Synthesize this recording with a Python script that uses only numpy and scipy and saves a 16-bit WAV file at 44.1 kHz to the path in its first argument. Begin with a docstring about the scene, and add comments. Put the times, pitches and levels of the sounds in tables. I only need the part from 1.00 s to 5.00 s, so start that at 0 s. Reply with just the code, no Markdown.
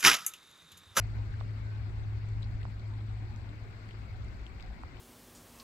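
"""A slow river in light rain, heard from the bank: a soft wash, gurgling bubbles and gentle sloshes.
Small drops ring in a fine patter, and nearer ones tick on the bank to the left.
A far engine hums over a low rumble and fades away; a distant bird gives one faint whistle.
Three small dull taps land close to the right microphone."""
import sys
import numpy as np
from scipy import signal
from scipy.fft import rfft, irfft
from scipy.io import wavfile

SR = 44100
rng = np.random.default_rng(int(sys.argv[2]) if len(sys.argv) > 2 else 0)


def unload_audio(sound):
    """Save the sound as a 16-bit wav file, at the path given as the first command line argument."""
    columns = np.transpose(np.atleast_2d(sound))
    # keep every value between -1 and 1, then stretch to whole-number steps
    steps = np.round(np.clip(columns, -1, 1) * 32767)
    wavfile.write(sys.argv[1], SR, steps.astype(np.int16))


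N = 176400
TIME = np.arange(N) / SR
FREQS = np.maximum(np.arange(N // 2 + 1) * SR / N, 1)
CUTOFF_HZ = 15750


def from_db(db):
    """Decibels to gain."""
    return 10 ** (np.asarray(db) / 20)


def unit_rms(x):
    """Scale to rms 1."""
    return x / np.sqrt(np.mean(x ** 2) + 1e-20)


def over_time(rows):
    """Rows of seconds and value, interpolated at every sample."""
    return np.interp(TIME, *np.transpose(rows))


def over_frequency(rows):
    """Rows of Hz and value, interpolated along log frequency."""
    hz, value = np.transpose(rows)
    return np.interp(np.log(FREQS), np.log(hz), value)


def pan(db):
    """Gains at the two microphones for a left minus right difference in dB."""
    gains = from_db(np.array([[.5], [-.5]]) * db)
    return gains / np.sqrt(np.mean(gains ** 2, axis=0))


def drift(rate_hz):
    """A random wander of rms 1, mostly slower than rate_hz."""
    return unit_rms(irfft(rfft(rng.standard_normal(N)) / (1 + (FREQS / rate_hz) ** 2), N))


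def resonate(x, hz, width_hz):
    """One resonance with gain 1 at its peak."""
    radius = np.exp(-np.pi * width_hz / SR)
    feedback = [1, -2 * radius * np.cos(2 * np.pi * hz / SR), radius ** 2]
    return signal.lfilter(np.array([1, 0, -1]) * (1 - radius ** 2) / 2, feedback, x + 1e-18)


# The open air leans to the left microphone. Each row: frequency in Hz, left minus right in dB.
AIR_BALANCE = [(150, 1.5), (380, 5.5), (520, 2), (950, 2), (1500, 6), (2400, 8.5), (3300, 7), (4200, 8),
               (5300, -2), (6500, 3), (8100, 2.5), (9200, 19.5), (12000, 3), (15000, 8)]
# How alike the two microphones hear the bass. Each row: frequency in Hz, correlation.
BASS_CORRELATION = [(30, .6), (60, .76), (130, .88)]
# The same above the bass. Each row: frequency in Hz, correlation.
UPPER_CORRELATION = [(300, .83), (500, .38), (700, 0.4), (1000, -0.011), (1500, -0.41), (2200, 0.32),
                     (3000, -0.2), (15000, 0.26)]

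def outdoor_noise(spectrum, flicker_db, bands=26):
    """Diffuse stereo noise of rms 1 whose narrow bands each flicker a little."""
    mid, side = rfft(rng.standard_normal((2, N)))
    alike = over_frequency(BASS_CORRELATION + UPPER_CORRELATION)
    field = np.sqrt(1 + alike) * mid + np.sqrt(1 - alike) * side * [[1], [-1]]
    field *= from_db(over_frequency(spectrum)) * pan(over_frequency(AIR_BALANCE))
    band = np.digitize(FREQS, np.geomspace(20, CUTOFF_HZ, bands))
    return unit_rms(sum(irfft(field * (band == k), N) * from_db(flicker_db * drift(rate_hz=22))
                        for k in range(bands)))


# The water as it reaches the bank. Each row: frequency in Hz, relative level in dB.
WASH_SPECTRUM = [(100, -64.5), (170, -67.5), (300, -72.5), (390, -73.5), (470, -78.5), (600, -78),
                 (1050, -79.5), (1250, -80), (1480, -77), (1780, -81.5), (2150, -78.5), (3100, -90.5),
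                 (3700, -90), (4400, -87.5), (5100, -94), (6000, -100.5), (6800, -101.5), (7600, -99),
                 (8400, -104), (9000, -116), (10000, -115), (12000, -112.5), (16000, -112)]
# Its slow swell. Each row: time in seconds, gain in dB.
WASH_SWELL = [(0, 3), (.8, 2.7), (1.2, 1.8), (2, 1.5), (2.8, 2.5), (3.4, 2.5), (4, 2.6)]

def river(base_db=-53.5):
    """Moving water and far rain blend into one smooth wash."""
    return from_db(base_db + over_time(WASH_SWELL)) * outdoor_noise(WASH_SPECTRUM, flicker_db=1.5)


# The engine's hum, far off and a little left. Each row: time in seconds, level in dB.
HUM_LEVEL = [(0, -37), (.6, -38.5), (1.45, -36), (1.7, -41), (2.1, -37), (2.35, -41.5), (2.7, -47.5),
             (3.15, -44), (3.45, -52.5), (4, -59.5)]
# The rumble under it. Each row: time in seconds, level in dB.
RUMBLE_LOUDNESS = [(0, -39), (.35, -37.5), (.55, -47), (.8, -40), (1.05, -40), (1.52, -39), (1.7, -37),
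                   (2.0, -45.5), (2.3, -38.5), (2.5, -44), (2.63, -43.5), (2.85, -49), (3.15, -42),
                   (3.45, -45.5), (3.7, -43.5), (4, -49.5)]
# The rumble's deep colour. Each row: frequency in Hz, relative level in dB.
RUMBLE_SPECTRUM = [(15, -22), (27, -7.5), (42, -5), (50, -1), (58, 2), (66, -2.5), (74, -6.5), (100, -6.5),
                   (120, -12), (140, -22), (220, -38), (1000, -90)]

def engine(hum_hz=105.6, waver_db=1.0):
    """A far engine holds one low note over a rumble, both fading unevenly."""
    tone = np.sqrt(2) * np.sin(2 * np.pi * hum_hz * TIME)
    hum = tone * from_db(over_time(HUM_LEVEL) + waver_db * drift(rate_hz=23))
    rumble = from_db(over_time(RUMBLE_LOUDNESS)) * outdoor_noise(RUMBLE_SPECTRUM, flicker_db=3)
    return hum * pan(db=2) + rumble


# Bubbles out in the current, large to small. Each row: bubbles per second, overall level in dB,
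# lowest and highest pitch in Hz, cycles to fall 60 dB, left minus right in dB.
BUBBLE_SIZES = [(32.1, -61, 190, 400, 38.5, -0.5), (74, -69.5, 720, 2800, 74, 4),
                (58, -80, 2600, 8000, 166.5, 6)]

def bubbles(spread_db=2.5, tilt=.73, max_lag_s=.00045, size=12000):
    """The current gurgles: each bubble rings a faint dying note, the lower ones louder."""
    total, age = 0, np.arange(size) / SR
    for per_s, db, low_hz, high_hz, cycles, pan_db in BUBBLE_SIZES:
        swarm = np.zeros((2, N + size))
        for when, pitch, chance, bearing in rng.random((int(per_s * N / SR), 4)):
            hz, start = low_hz * (high_hz / low_hz) ** pitch, int(when * N)
            gain = from_db(spread_db * min(-np.log(chance), 2)) / hz ** tilt
            envelope = from_db(-60 * age * hz / cycles) * (1 - np.exp(-age * hz / 2))
            lag = np.array([[0], [max_lag_s * (2 * bearing - 1)]])   # between the microphones
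            swarm[:, start:start + size] += gain * envelope * np.sin(2 * np.pi * hz * (age + lag))
        total = total + from_db(db) * pan(pan_db) * unit_rms(swarm[:, :N])
    return total


# The microphones' colouring of the drops. Each row: frequency in Hz, gain in dB.
MIC_COLOUR = [(600, -24.5), (1500, 3), (2500, 0.5), (4400, -0.5), (6000, -9.5), (8200, -5.5), (9000, -20),
              (12500, -23.5), (16000, -30.5)]

def mic_colour(drops):
    """The microphones colour the drops: strong mids, little bass, a steep dip near 9 kHz."""
    return irfft(rfft(drops) * from_db(over_frequency(MIC_COLOUR)), N)


def patter(per_s=220, level_db=-75.5, spread_db=1, ring_cycles=9.1, pitches=16):
    """Many small drops of random size land to the left, each ringing for a few cycles."""
    out = np.zeros((2, N))
    for hz in np.geomspace(1400, 11000, pitches):
        sizes = from_db(spread_db * np.minimum(rng.exponential(1, N), 4))
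        hits = rng.random(N) < per_s / pitches / SR
        clicks = hits * sizes * rng.standard_normal((2, N))
        out += resonate(clicks, hz, 2 * hz / ring_cycles) / np.sqrt(hz)
    return from_db(level_db) * pan(db=8) * unit_rms(mic_colour(out))


# Sloshes in the current, equally loud at both microphones.
# Each row: middle in seconds, level in dB, pitch in Hz, half-length in seconds.
CURRENT_SLOSHES = [(0.193, -58, 850, 0.04), (1.926, -62, 930, .06), (2.23, -59, 750, .025),
                   (2.332, -58.5, 830, 0.054)]

def sloshes(width_hz=200):
    """Each slosh is a short, soft cloud of bubbles around one pitch."""
    out = np.zeros((2, N))
    for middle_s, db, hz, half_s in CURRENT_SLOSHES:
        cloud = resonate(resonate(rng.standard_normal((2, N)), hz, width_hz), hz, 2 * width_hz)
        envelope = np.exp(-2 * ((TIME - middle_s) / half_s) ** 2)
        out += from_db(db) * envelope * unit_rms(cloud)
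    return out


# Drops on the bank, near the left microphone. Each row: start in seconds, peak in dB before
# colouring, pitch in Hz, left minus right in dB, seconds for the ring to fall 60 dB.
BANK_DROPS = [(.340, -40, 1590, 1, .008), (.403, -43, 4200, 4, .015), (1.160, -53.5, 3000, 9, .006),
              (1.288, -47, 7200, 9, .015), (1.422, -44, 3700, 7, .03), (1.4293, -37, 3730, 7, 0.015),
              (1.441, -44.5, 4200, 2, .04), (1.6143, -42, 1910, 14, .004), (1.63, -42.5, 2840, 11, .012),
              (1.7955, -45, 4200, 7, 0.011), (1.938, -47, 3560, 9, .02), (2.005, -48.5, 3400, 14, .02),
              (2.361, -43.5, 5970, 4, .01), (2.491, -47, 3400, 6, 0.017), (2.889, -41, 2100, 6, 0.046),
              (2.908, -42.5, 2860, 6, .025), (3.245, -46.5, 7300, 9, .015), (3.283, -46.5, 4750, 9, 0.013),
              (3.4653, -38.5, 3030, 8, 0.0085), (3.598, -41.5, 2420, 11, .008),
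              (3.607, -41.5, 4330, 6, 0.0045), (3.6254, -37, 4500, 10, .006), (3.816, -47, 9500, 10, .012),
              (3.831, -50, 8400, -1, .015), (3.969, -45.5, 2800, 10, .01)]

def near_drops(splash_db=-2, splash_t60=.008, spray_db=-18, spray_t60=.09, size=6000):
    """Each near drop is a short bright splash that rings the spot it hits, with a faint tail of spray."""
    out, age = np.zeros((2, N + size)), np.arange(size) / SR
    for start_s, db, hz, pan_db, ring_t60 in BANK_DROPS:
        noise = rng.standard_normal((2, size))
        spray = from_db(spray_db - 60 * age / spray_t60)
        impact = noise * (from_db(-60 * age / ring_t60) + spray)
        width_hz = .34 * hz
        ring = resonate(resonate(impact, hz, width_hz), hz, 2 * width_hz)
        splash = noise * (from_db(-60 * age / splash_t60) + spray)
        drop = unit_rms(ring) + from_db(splash_db) * unit_rms(splash)
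        drop /= np.abs(drop).max(axis=1, keepdims=True)
        start = int(start_s * SR)
        out[:, start:start + size] += from_db(db) * pan(pan_db) * drop
    return mic_colour(out[:, :N])


# Dull taps close to the right microphone.
# Each row: start in seconds, peak at that microphone in dB, low and high band edge in Hz.
CLOSE_TAPS = [(0.4107, -30, 560, 1250), (1.6530, -30, 540, 1180), (3.8356, -30.5, 690, 1270)]

def taps(left_db=-19, size=2000):
    """Heavily damped knocks of about a cycle and a half, faint on the left."""
    out = np.zeros(N + size)
    for start_s, db, low_hz, high_hz in CLOSE_TAPS:
        band = signal.butter(2, [low_hz, high_hz], "band", fs=SR, output="sos")
        knock = signal.sosfilt(band, signal.unit_impulse(size))
        start = int(start_s * SR)
        out[start:start + size] += from_db(db) * knock / np.abs(knock).max()
    return from_db([[left_db], [0]]) * out[:N]


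def bird(hz=1550, width_hz=59, level_db=-59.5, start_s=.61, rise_s=.068, release_s=.766, fall_s=.025):
    """One level whistle, blurred by distance into a narrow, fluttering band."""
    band = 1 / (1 + ((FREQS - hz) / width_hz) ** 4)
    whistle = unit_rms(irfft(rfft(rng.standard_normal((2, N))) * band, N))
    rise = np.clip((TIME - start_s) / rise_s, 0, 1)
    fall = np.clip(1 - (TIME - release_s) / fall_s, 0, 1)
    return from_db(level_db) * pan(db=2) * rise * fall * whistle


def scene():
    """Everything that reaches the pair of microphones on the bank."""
    return river() + engine() + bubbles() + patter() + sloshes() + near_drops() + taps() + bird()


def record(dry):
    """The highest treble is cut steeply."""
    lowpass = signal.ellip(10, .05, 60, CUTOFF_HZ, fs=SR, output="sos")
    return signal.sosfiltfilt(lowpass, dry, padlen=500)


dry = scene()
out = record(dry)
unload_audio(out)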